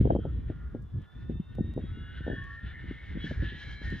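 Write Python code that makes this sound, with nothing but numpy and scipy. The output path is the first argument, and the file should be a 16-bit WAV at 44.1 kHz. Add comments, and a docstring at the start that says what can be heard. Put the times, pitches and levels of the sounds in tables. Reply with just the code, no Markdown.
"""A model glider dives in from afar toward a stereo microphone in an open meadow. Gaps and edges of its
airframe catch short whistles that all rise together with its closing speed, over a swelling rush of air.
Wind rumbles on the microphone and strikes its two ports with short buffets.
A few faint ticks sound close by, and the quiet air of the meadow lies behind it all."""
import sys
import numpy as np
from scipy import signal
from scipy.fft import rfft, irfft
from scipy.io import wavfile
from scipy.ndimage import map_coordinates

SR = 44100
rng = np.random.default_rng(int(sys.argv[2]) if len(sys.argv) > 2 else 0)


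def dump(signal):
    """Clip the signal to [-1, 1] and save it as 16-bit WAV at the path in sys.argv[1]."""
    limited = np.clip(np.atleast_2d(signal).T, -1, 1)
    pcm = np.round(limited * 32767).astype(np.int16)
    wavfile.write(sys.argv[1], SR, pcm)


N = 176400


def undb(db):
    """Decibels to gain."""
    return 10 ** (np.asarray(db) / 20)


def unit(x):
    """Scale to rms 1."""
    return x / np.sqrt(np.mean(x ** 2) + 1e-30)


def times():
    """Time of every sample."""
    return np.arange(N) / SR


def curve(rows, column=1):
    """One column of a table, joined by straight lines in time."""
    rows = np.array(rows)
    return np.interp(times(), rows[:, 0], rows[:, column])


def colour(x, spectrum):
    """Filter by a spectrum of (frequency [Hz], level [dB]) points."""
    hz, db = np.array(spectrum).T
    f = np.maximum(np.fft.rfftfreq(N, 1 / SR), 1)
    return irfft(rfft(x) * undb(np.interp(np.log(f), np.log(hz), db)), N)


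def noise(spectrum):
    """Coloured noise of rms 1."""
    return unit(colour(rng.standard_normal(N), spectrum))


def wander(rate_hz):
    """Smooth random drift of rms 1."""
    steps = rng.standard_normal(4096)
    return unit(np.interp(times() * rate_hz, np.arange(len(steps)), steps))


def antiphase(side):
    """A signal opposite in the left and right channels."""
    return side * np.array([[1], [-1]])


# still air of the meadow, all around (frequency [Hz], level [dB])
AIR_SPECTRUM = [(100, 0.5), (800, -4.5), (1300, -3), (2500, -35), (5000, -26.5), (8000, -35),
                (14000, -34.5)]


def meadow_air():
    """A quiet, steady bed of air, wide across the microphone."""
    return undb(-68) * (noise(AIR_SPECTRUM) + .74 * antiphase(noise(AIR_SPECTRUM)))


# faint ticks near the microphone (time [s], level before panning [dB], decay [s])
TICKS = [(0.821, -75, 0.0098), (1.018, -75, .005), (1.795, -71, 0.0021), (2.44, -63, 0.0019),
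         (3.903, -57.5, 0.0014)]
# their bright colour at close range (frequency [Hz], level [dB])
TICK_SPECTRUM = [(1500, -19), (4500, 3), (8000, 1), (12000, -9), (15000, -3.5)]


def ticks():
    """Tiny dry ticks close to the left port."""
    t = times()
    envelope = sum(undb(db) * (t >= at) * np.exp(-np.abs(t - at) / decay_s) for at, db, decay_s in TICKS)
    return envelope * np.array([1.6 * noise(TICK_SPECTRUM), .6 * noise(TICK_SPECTRUM)])


# gusts right on the microphone (time [s], level [dB])
GUSTS = [(0, -19.5), (.17, -32.5), (.3, -34.5), (.39, -30.5), (.55, -40), (.7, -43), (.78, -35.5),
         (.9, -51), (.96, -29), (1.11, -62), (1.17, -39.5), (1.37, -36), (1.46, -52.5), (1.6, -30.5),
         (1.7, -38), (2, -40), (2.1, -43), (2.32, -38), (2.48, -39.5), (2.6, -53), (2.65, -37.5),
         (2.74, -44.5), (2.91, -37), (2.99, -53), (3.12, -36), (3.27, -38.5), (3.36, -36), (3.45, -31),
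         (3.57, -47), (3.68, -37), (3.8, -45), (3.86, -36.5), (3.94, -28), (4, -50.5)]
# large eddies that cover both ports (frequency [Hz], level [dB])
LARGE_EDDIES = [(30, -19), (42, -1), (58, 6), (85, 2.5), (125, -3.5), (200, -13.5), (300, -21), (450, -30),
                (700, -53), (2000, -105)]
# small eddies between the ports (frequency [Hz], level [dB])
SMALL_EDDIES = [(20, -11), (55, -1), (110, 5), (220, -3.5), (400, -13), (700, -27.5), (1300, -67)]


def wind_rumble(breeze_db=-39, flicker_db=1.5, side_offset_db=-11, gust_share=.55):
    """Large eddies push both ports alike; small ones differ, and stand out in the lulls."""
    gust_db = curve(GUSTS) + flicker_db * wander(35)
    side_db = breeze_db + side_offset_db + gust_share * (gust_db - breeze_db)
    return undb(gust_db) * noise(LARGE_EDDIES) + undb(side_db) * antiphase(noise(SMALL_EDDIES))


def buffet(length_s, bright_hz, size, rise_s=.0031, low_cut_hz=121, lean_db=1.5):
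    """One sharp pressure kick on the microphone amid smaller eddies, centred in its window."""
    t = (np.arange(size) - size // 2) / SR
    swell = np.exp(-np.maximum(-t / rise_s, t / length_s))
    eddies = rng.standard_normal(size) * swell
    pressure = eddies / np.linalg.norm(eddies)
    pressure[size // 2] += rng.choice([-1, 1])  # the kick
    f = np.fft.rfftfreq(size, 1 / SR)
    s = 1j * f / low_cut_hz
    low_cut = s ** 2 / (1 + np.sqrt(2) * s + s ** 2)
    high_cut = 1 / (1 + (f / bright_hz) ** 4.58) / (1 + 1j * f / bright_hz)
    left_lag_s = rng.normal(.00026, .00016)  # the eddy crosses from port to port
    ports = np.exp(antiphase(-1j * np.pi * f * left_lag_s)) * undb(antiphase(lean_db / 2))
    wave = irfft(ports * rfft(pressure) * low_cut * high_cut, size)
    return wave / np.linalg.norm(wave) * np.sqrt(2 * length_s * SR)


# buffets right on the microphone (time [s], level [dB], length [s], brightness [Hz])
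BUFFETS = [(0.012, -16.5, 0.0058, 320), (0.055, -22, 0.011, 637), (0.075, -23, 0.002, 560),
           (0.105, -18, 0.0062, 714), (0.123, -25.5, 0.0084, 430), (0.133, -28, 0.0043, 540),
           (.152, -23.5, 0.0085, 603), (0.163, -23.5, 0.006, 660), (0.189, -28.5, 0.0089, 500),
           (0.253, -30, 0.011, 560), (0.501, -29, 0.011, 438), (0.749, -31, 0.01, 465),
           (1.298, -29.5, 0.016, 348), (1.321, -34, 0.0057, 290), (1.355, -36.5, 0.0082, 280),
           (1.399, -24.5, 0.0059, 231.5), (1.586, -28.5, 0.01, 514), (1.608, -24, 0.011, 309),
           (1.646, -43, 0.14, 297), (1.765, -32.5, 0.027, 287), (1.778, -30.5, 0.015, 535),
           (1.841, -32, 0.0065, 320), (1.973, -43, 0.056, 277), (2.208, -36.5, 0.013, 300),
           (2.267, -35, 0.0067, 600), (2.28, -29.5, 0.009, 620), (2.301, -33, 0.023, 610),
           (2.33, -32, 0.01, 428), (2.383, -38, 0.0092, 350), (2.64, -43, 0.0065, 240),
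           (2.842, -39, 0.014, 278), (2.912, -32, 0.0068, 288), (3.155, -32.5, 0.011, 380),
           (3.174, -32, 0.0066, 380), (3.244, -32, 0.018, 330), (3.314, -29, 0.0059, 457),
           (3.425, -28.5, 0.011, 388), (3.522, -45, 0.033, 332), (3.817, -43.5, 0.013, 468),
           (3.925, -33.5, 0.025, 320)]


def wind_buffets(size=8192):
    """Eddies strike the two ports a moment apart."""
    out = np.zeros((2, N + 2 * size))
    for at, db, length_s, bright_hz in BUFFETS:
        start = int(at * SR) + size // 2
        out[:, start:start + size] += undb(db) * buffet(length_s, bright_hz, size)
    return out[:, size:size + N]


# the glider's pitch as it closes on the microphone (time [s], pitch factor [ratio])
GLIDE = [(0, .912), (.75, .898), (1.1, .927), (1.5, .96), (2, 1), (2.35, 1.016), (2.6, 1.036), (3.1, 1.054),
         (3.5, 1.066), (3.88, 1.076), (4, 1.068)]


def glide():
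    """The closing speed lifts all tones of the airframe together."""
    return curve(GLIDE)


def side_tones(count=36, range_hz=(1166, 4562), wander_hz=6.92, swing_db=7.5):
    """Narrow resonances of the airframe that glide with the speed and come and go."""
    pitches = np.geomspace(*range_hz, count) * (1 + .01 * rng.standard_normal(count))
    out = np.zeros(N)
    for hz in pitches:
        gain = np.sqrt(hz) * undb(swing_db * wander(4.8))
        pitch = hz * glide() + wander_hz * wander(40)
        out += gain * np.cos(2 * np.pi * np.cumsum(pitch) / SR)
    return unit(out)


# air over the wings, from far to near (time [s], body level [dB], upper level [dB], hiss level [dB])
RUSH = [(0, -66.5, -67.5, -83.5), (.27, -72.5, -74, -100.5), (.65, -66, -75.5, -94.5),
        (.85, -76.5, -82.5, -100), (1.05, -74.5, -77, -100), (1.2, -68.5, -77.5, -82),
        (1.4, -75.5, -75.5, -100), (2.05, -61.5, -71.5, -90), (2.17, -59, -62.5, -83),
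        (2.55, -61.5, -66, -77.5), (2.75, -59.5, -66, -91.5), (3.08, -58, -62, -72),
        (3.17, -54, -62.5, -81), (3.25, -52.5, -53, -64.5), (3.38, -52, -65.5, -70),
        (3.49, -57.5, -54, -74), (3.6, -56.5, -57, -65.5), (3.78, -56.5, -64, -69.5),
        (3.88, -49.5, -58, -60.5), (4, -52.5, -55, -60)]
# midrange body of the rush (frequency [Hz], level [dB])
BODY_SPECTRUM = [(700, -7.5), (1000, -10.5), (1250, -9.5), (1450, 3.5), (1800, 6), (2150, -1.5),
                 (2400, -6.5), (3700, -67.5)]
# its upper band (frequency [Hz], level [dB])
UPPER_SPECTRUM = [(2100, -23.5), (2550, -6), (3000, 0), (3400, -2), (3700, -4), (4100, -12.5), (4600, -23),
                  (8500, -71)]
# its hiss, strongest close to the microphone (frequency [Hz], level [dB])
HISS_SPECTRUM = [(3000, -52), (3900, 8), (4400, 0.5), (5200, -3), (6300, -7.5), (8000, -24), (11000, -25.5),
                 (15000, -35.5)]


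def wing_rush(tones=0):
    """Air tears over the wings in three bands; tones colour the lower two, and the hiss arrives last."""
    band = lambda spectrum: unit(colour(rng.standard_normal(N) + tones, spectrum))
    body = undb(curve(RUSH, column=1)) * band(BODY_SPECTRUM)
    upper = undb(curve(RUSH, column=2)) * band(UPPER_SPECTRUM)
    hiss = undb(curve(RUSH, column=3) + 2 * wander(20)) * noise(HISS_SPECTRUM)
    flutter = undb(2.37 * wander(22.076))
    return (body + upper + hiss) * flutter


def resonance(width_hz, size=8192):
    """Random complex amplitude of a resonance driven by turbulence."""
    f = np.fft.fftfreq(size, N / SR / size)
    turbulence = rng.standard_normal(size) + 1j * rng.standard_normal(size)
    ringing = np.fft.ifft(np.fft.fft(turbulence) / (1 + (f / (.61 * width_hz)) ** 4))
    return np.interp(np.arange(N) * size / N, np.arange(size), ringing / np.std(ringing))


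def whistle_tone(start, end, hz, bend, fade_s, scoop_hz=12, scoop_s=.09):
    """Sample span and complex tone of one whistle, which starts a little flat and settles upward."""
    span = slice(max(int((start - fade_s) * SR), 0), min(int((end + fade_s) * SR), N))
    t = np.arange(span.start, span.stop) / SR
    gate = np.clip(np.minimum(t - start, end - t) / fade_s + .5, 0, 1)
    fade = np.sin(gate * np.pi / 2) ** 2
    pitch = hz * bend[span] / np.mean(bend[span]) - scoop_hz * np.exp((start - t) / scoop_s)
    return span, np.sqrt(2) * fade * np.exp(2j * np.pi * np.cumsum(pitch) / SR)


# hoarse whistles on the way in (start [s], end [s], centre pitch [Hz], width [Hz], level [dB])
CAVITY_WHISTLES = [(0.208, 0.313, 1390, 260, -61), (0.504, 0.755, 1303, 260, -69.5),
                   (2.132, 2.417, 1550, 220, -56.5), (2.307, 2.44, 1775, 95, -47),
                   (2.469, 2.604, 1777, 100, -51.5), (2.65, 2.793, 1799, 150, -51),
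                   (2.728, 3.319, 2083, 222, -57), (3.24, 3.335, 1710, 200, -47),
                   (3.4, 3.662, 1830, 245, -52.5), (3.86, 3.977, 1790, 130, -58)]


def cavity_whistles():
    """Turbulence rings cavities of the airframe hoarsely."""
    out = np.zeros(N)
    for start, end, hz, width_hz, db in CAVITY_WHISTLES:
        span, tone = whistle_tone(start, end, hz, glide(), fade_s=.054)
        out[span] += undb(db) * (tone * resonance(width_hz)[span]).real
    return out


# clean whistles, faint far off and louder nearby (start [s], end [s], centre pitch [Hz], level [dB])
EDGE_WHISTLES = [(0, 0.275, 3176, -72), (.28, 0.558, 3390, -80.5), (.2, 0.648, 1830, -75),
                 (0.467, 0.79, 1416, -68.5), (0.657, 0.847, 1650, -74.5), (0.837, 1.099, 3510, -81.5),
                 (0.929, 1.16, 1730, -71.5), (1.029, 1.307, 1440, -70), (1.06, 2.162, 3670, -70),
                 (1.141, 1.397, 1780, -72), (1.154, 1.873, 2690, -78.5), (1.47, 1.624, 1490, -70),
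                 (1.48, 1.72, 1832, -69.5), (1.718, 1.915, 1900, -70.5), (1.813, 2.244, 3372, -67),
                 (1.9, 2.392, 1495, -61.5), (1.856, 2.238, 1330, -66.5), (1.88, 2.21, 2110, -70.5),
                 (1.93, 2.43, 2874, -64.5), (1.999, 2.204, 1683, -64.5), (2.23, 2.657, 1812, -50),
                 (2.33, 2.654, 1668, -60), (2.22, 2.323, 3690, -65.5), (2.269, 2.446, 3325, -62),
                 (2.368, 2.562, 1123, -59), (2.49, 2.754, 1387, -63.5), (2.66, 2.825, 1799, -54.5),
                 (2.8, 3.261, 1817, -59), (2.853, 3.13, 2070, -68), (2.97, 3.124, 2230, -62.5),
                 (3.195, 3.268, 3350, -51.5), (3.186, 3.27, 3910, -65), (3.202, 3.313, 2994, -60),
                 (3.39, 3.53, 1717, -49), (3.46, 4.03, 4010, -64), (3.492, 3.905, 2284, -63.5),
                 (3.526, 4.08, 1695, -54), (3.5, 4.03, 3153, -65), (3.63, 4.03, 2170, -59),
                 (3.84, 3.98, 1920, -59), (3.84, 4, 1832, -48.5)]


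def edge_whistles(waver=.0024, swell_db=4, flutter_db=1.57, breathiness=.32, skirt_hz=85):
    """Edges lock onto wavering tones that swell and fade, with a breathy skirt."""
    out = np.zeros(N)
    for start, end, hz, db in EDGE_WHISTLES:
        bend = glide() * (1 + waver * wander(25))
        span, tone = whistle_tone(start, end, hz, bend, fade_s=.05)
        arch = np.sin(np.linspace(0, np.pi, len(tone))) - np.pi / 4
        gain = undb(db + swell_db * arch + flutter_db * wander(30)[span])
        breath = 1 + breathiness * resonance(skirt_hz)[span]
        out[span] += gain * (tone * breath).real
    return out


# the glider's balance at the microphone (frequency [Hz], left minus right level [dB])
LEAN = [(1000, -1.5), (2200, 1.5), (3500, -0.5), (5000, 4), (8000, -1.5), (12000, 9)]


def glider(side_tone_db=-13, scatter_db=-15, right_lag_s=.00004):
    """Whistles and rush reach the left port first and lean left in the treble; more rush adds width."""
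    sound = edge_whistles() + cavity_whistles() + wing_rush(undb(side_tone_db) * side_tones())
    left = colour(sound, [(hz, db / 2) for hz, db in LEAN])
    right = colour(sound, [(hz, -db / 2) for hz, db in LEAN])
    right = map_coordinates(right, [np.arange(N) - right_lag_s * SR], mode="mirror")
    return np.array([left, right]) + undb(scatter_db) * antiphase(wing_rush())


def scene():
    """The approaching glider, wind on the microphone, close ticks and the quiet meadow."""
    return glider() + wind_rumble() + wind_buffets() + ticks() + meadow_air()


def record(dry, fade_s=.006, top_hz=15300):
    """The recorder opens softly and cuts the top."""
    opening = np.sin(np.pi / 2 * np.minimum(times() / fade_s, 1)) ** 2
    low_pass = signal.ellip(8, .2, 70, top_hz, fs=SR, output="sos")
    return signal.sosfilt(low_pass, dry * opening)


dry = scene()
out = record(dry)
dump(out)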